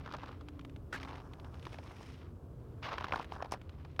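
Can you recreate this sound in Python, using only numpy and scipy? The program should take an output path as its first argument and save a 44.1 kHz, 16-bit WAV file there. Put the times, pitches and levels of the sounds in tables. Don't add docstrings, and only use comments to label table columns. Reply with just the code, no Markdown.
import sys
import numpy as np
from scipy import signal
from scipy.fft import rfft, irfft
from scipy.io import wavfile
from scipy.ndimage import uniform_filter1d

SR = 44100
rng = np.random.default_rng(int(sys.argv[2]) if len(sys.argv) > 2 else 0)


def convert_level_to_amplitude(level_db):
    exponent = np.asarray(level_db, float) / 20
    return 10 ** exponent


def inscribe(sig):
    pcm = np.round(np.clip(np.atleast_2d(sig).T, -1, 1) * 32767)
    wavfile.write(sys.argv[1], SR, pcm.astype(np.int16))


N = 176400


def level(x, db):
    return x * convert_level_to_amplitude(db) / np.sqrt(np.mean(x ** 2))


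def colour(x, table):
    hz, db = np.array(table, float).T
    f = np.maximum(np.arange(len(x) // 2 + 1) * SR / len(x), 1)
    gain = convert_level_to_amplitude(np.interp(np.log(f), np.log(hz), db))
    return level(irfft(rfft(x) * gain, len(x)), 0)


def noise():
    return rng.standard_normal(N)


def narrow(hz, width_hz):
    f = np.arange(N // 2 + 1) * SR / N
    gain = 1 / (1 + (2 * (f - hz) / width_hz) ** 2)
    return level(irfft(rfft(noise()) * gain, N), 0)


def walk(rate):
    hold = int(SR / rate)
    steps = np.repeat(rng.standard_normal(N // hold + 1), hold)
    return 1.54 * uniform_filter1d(uniform_filter1d(steps, hold), hold)[:N]


def tail(x, seconds):
    return signal.lfilter([1], [1, -np.exp(-1 / (abs(seconds) * SR))], x)


def spikes(s, db):
    return np.bincount((s * SR).astype(int), convert_level_to_amplitude(db), N)


def snap(s, db, hz, cycles):
    out, k = np.zeros(N), np.arange(-300, 300)
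    for start, d, f, turn in zip(s, db, hz, rng.random(len(s))):
        late = cycles / f
        at = int((start + late) * SR) + k
        inside = at < N
        envelope = np.exp(-.5 * (k / SR / (late / 3.5)) ** 2)
        packet = envelope * np.cos(2 * np.pi * (f * k / SR + turn))
        out[at[inside]] += convert_level_to_amplitude(d) * packet[inside]
    return out


def splinter(impulses, table):
    rise_s, fall_s = 0.0011, 0.0025
    envelope = 2 * (tail(impulses, fall_s) - tail(impulses, rise_s))
    return envelope * colour(noise(), table)


def grains():
    per_s, spread_db, biggest_db, decay_s = 230, 4, 10, .0016
    chance, size = rng.random((2, N))
    size_db = np.minimum(-spread_db * np.log(1 - size), biggest_db)
    return level(tail((chance < per_s / SR) * convert_level_to_amplitude(size_db), decay_s), 0)


# (frequency [Hz], relative density [dB per Hz])
TRAFFIC_SPECTRUM = [(20, -46), (32, -14), (55, -6.5), (85, -9), (125, -8.5), (190, -16), (320, -16),
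                    (450, -19.5), (800, -32), (1300, -35.5), (2000, -53.5), (10000, -59), (15500, -60)]


def distance():
    air = colour(noise(), TRAFFIC_SPECTRUM) * convert_level_to_amplitude(-52.5 + walk(2.36))
    drone = convert_level_to_amplitude(-54.5) * narrow(83.6, width_hz=18)
    whine = convert_level_to_amplitude(-100) * narrow(13900, width_hz=150)
    return air + drone + whine


# (multiple of the firing rate [1], rms level before swelling [dB])
ENGINE_ORDERS = [(2, -65), (4, -62), (5, -65.5), (9, -67.5), (10, -68.5)]
# (time [s], gain [dB])
UPPER_ORDER_GAIN = [(.3, 3), (.7, 9), (.8, -9), (1, 4.5), (1.9, -7)]


def engine():
    firing_hz, waver_db = 29.49, 3
    phase = 2 * np.pi * np.cumsum(firing_hz * (1 + 0.00897 * walk(1.96))) / SR
    upper_db = np.interp(np.arange(N) / SR, *np.array(UPPER_ORDER_GAIN).T)
    out = np.zeros(N)
    for k, db in ENGINE_ORDERS:
        order_db = db + upper_db * (k > 8) + waver_db * walk(6.5)
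        tone = np.cos(k * phase + 2 * np.pi * rng.random())
        out += np.sqrt(2) * convert_level_to_amplitude(order_db) * tone
    return out


# (time [s], body level [dB], mid treble level [dB], top level [dB])
CRUSH_LEVELS = [(0, -64.5, -69.5, -100), (.06, -57, -62, -95), (.28, -57, -61.5, -87),
                (.4, -69.5, -74.5, -100), (.9, -83, -83, -100), (.96, -54, -53.5, -77),
                (1.05, -52, -59, -68.5), (1.198, -55.5, -62, -82), (1.23, -62.5, -75, -81),
                (1.5, -62, -77, -82), (1.65, -63.5, -65, -72.5), (1.85, -59, -65.5, -73.5),
                (2.06, -66, -62.5, -70), (2.19, -71, -66.5, -77.5), (2.25, -60, -66, -92),
                (2.33, -78, -85.5, -100), (2.818, -72, -80, -100), (2.832, -46.5, -43.5, -71),
                (2.91, -45, -51, -84.5), (3.06, -50, -55.5, -115), (3.1, -60, -58, -93),
                (3.15, -52.5, -54.5, -65), (3.29, -66, -68.5, -100), (3.33, -57, -64, -69),
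                (3.44, -50, -66, -91), (3.517, -69, -79, -101), (3.52, -56, -50, -46),
                (3.56, -55.5, -64, -84), (3.59, -70.5, -76.5, -100), (3.84, -70, -74, -113),
                (4, -87, -74, -100)]
# (frequency [Hz], relative density [dB per Hz])
BAND_SPECTRA = [
    [(250, -26), (500, -1.5), (1100, 3), (1700, -5), (2600, -58)],
    [(1100, -5.5), (2000, 2.5), (3000, 0), (5300, -11), (6600, -21.5), (8000, -38)],
    [(4200, -12), (5300, 1.5), (6400, -5.5), (7600, -12), (9000, -9.5), (15600, -26.5)],
]
GRAIN_PART = (.3, .8)


def crush():
    t, rows = np.arange(N) / SR, np.array(CRUSH_LEVELS)
    db = [np.interp(t, rows[:, 0], rows[:, k + 1]) for k in range(3)]
    graininess = np.interp(db[0], [-70, -56], GRAIN_PART)
    fusing = np.interp(db[1], [-55, -49], [1, .45])
    share = graininess * fusing
    common, flicker = grains(), convert_level_to_amplitude(1.5 * walk(70))
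    out = np.zeros(N)
    for band_db, spectrum in zip(db, BAND_SPECTRA):
        uneven = np.hypot(common, grains()) / np.sqrt(2)
        grit = (1 - share + share * uneven) * flicker * noise()
        out += convert_level_to_amplitude(band_db) * colour(grit, spectrum)
    return out


# (frequency [Hz], relative density [dB per Hz])
HEEL_SPECTRUM = [(400, -6.5), (900, -7.5), (1600, 3), (2800, -12.5), (6000, -22), (15500, -40.5)]


def heel():
    start_s, length_s = .927, .039
    start_db, sag_db = -37.5, -7
    u = (np.arange(N) / SR - start_s) / length_s
    gate = uniform_filter1d(((u > 0) & (u < 1)) * 1., size=130)
    burst_db = start_db + sag_db * np.clip(u, 0, 1) + 1.8 * walk(300)
    return gate * convert_level_to_amplitude(burst_db) * colour(noise(), HEEL_SPECTRUM)


# (time [s], reference level [dB], pitch [Hz])
TICK_EVENTS = [(0.1237, -39, 3800), (0.167, -44, 4740), (0.217, -54, 2200), (0.26, -46, 4240),
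               (0.282, -45, 3050), (0.3173, -47.5, 3000), (0.4855, -38, 2570), (0.611, -47, 2400),
               (0.6489, -40, 2640), (0.6962, -47, 2520), (0.7618, -43.5, 2810), (1.156, -41.5, 2550),
               (1.335, -41.5, 3200), (1.3984, -44.5, 3300), (1.4463, -46, 3100), (1.5429, -46, 3220),
               (1.596, -46, 3460), (1.6269, -43.5, 2830), (1.653, -39, 2940), (1.7293, -40, 2600),
               (2.03, -46, 5200), (3.219, -44, 2530), (3.227, -38.5, 1980), (3.2442, -38.5, 2410),
               (3.5119, -43, 5230), (3.6148, -44, 2370), (3.6939, -44.5, 3140), (3.915, -59, 4940),
               (3.9633, -46.5, 2830)]
# (frequency [Hz], relative density [dB per Hz])
TICK_SPECTRUM = [(700, 8.5), (2600, 1.5), (6000, -11.5), (15500, -27.5)]


def ticks():
    s, db, hz = np.array(TICK_EVENTS).T
    packets = snap(s, db + 0.5, hz, cycles=1.6)
    return packets + splinter(spikes(s, db - 5), TICK_SPECTRUM)


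# (time [s], knock peak level [dB], knock pitch [Hz], splinter re knock [dB])
CRACK_EVENTS = [(0.06, -38, 1480, -8.5), (0.075, -37, 1240, -13), (0.112, -36.5, 1190, -14),
                (0.137, -33, 1166, -7.5), (0.147, -36.5, 800, -9), (0.232, -35, 920, -13.5),
                (0.239, -33.5, 1240, -20.5), (0.288, -40, 563, -12), (0.409, -44, 1176, -5),
                (0.593, -45, 1170, -2.5), (1.03, -38.5, 1970, 0), (1.048, -42.5, 905, -4),
                (1.108, -40.5, 920, -8.5), (1.13, -39, 880, -24), (1.667, -37, 910, -7),
                (1.742, -43.5, 775, -2), (1.785, -39, 686, -7), (2.008, -43, 940, -17.5),
                (2.929, -32.5, 1140, -8), (2.981, -28, 1410, -8.5), (3.008, -29.5, 960, -12.5),
                (3.042, -24.5, 1260, -11), (3.082, -38.5, 865, -6), (3.107, -37.5, 750, -13),
                (3.122, -24, 2300, -15), (3.134, -23, 960, -16), (3.158, -27, 960, -7.5),
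                (3.177, -35, 860, -18), (3.195, -28, 878, -17), (3.32, -30.5, 875, -12.5),
                (3.336, -40, 1090, -24), (3.362, -37.5, 1000, -14), (3.423, -28, 750, -11.5),
                (3.445, -38.5, 664, -10), (3.457, -39.5, 840, -10), (3.521, -25, 920, -17),
                (3.536, -32.5, 657, -8), (3.848, -45, 844, -5), (3.993, -23, 1470, -4.5)]
# (frequency [Hz], relative density [dB per Hz])
CRACK_SPECTRUM = [(900, -0.5), (1800, 8), (3200, 4), (5600, -6), (7500, -20), (15500, -28)]


def cracks():
    s, db, hz, splinter_db = np.array(CRACK_EVENTS).T
    knock = snap(s, db, hz, cycles=2.58)
    thud = snap(s, db - 8.5, np.full(len(s), 358), cycles=0.95)
    treble = splinter(spikes(s, db + splinter_db), CRACK_SPECTRUM)
    loose = spikes(s, db - 11.5)
    crumbling = (tail(loose, 0.007) - tail(loose, 0.0025)) * convert_level_to_amplitude(6.9 * walk(400))
    return knock + thud + treble + crumbling * colour(noise(), BAND_SPECTRA[0])


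def scene():
    return (distance() + engine() + crush() + heel() + ticks() + cracks())[None]


def roll_off(x):
    return signal.sosfilt(signal.butter(12, 16430, fs=SR, output="sos"), x)


def record(dry):
    return roll_off(dry)


dry = scene()
out = record(dry)
inscribe(out)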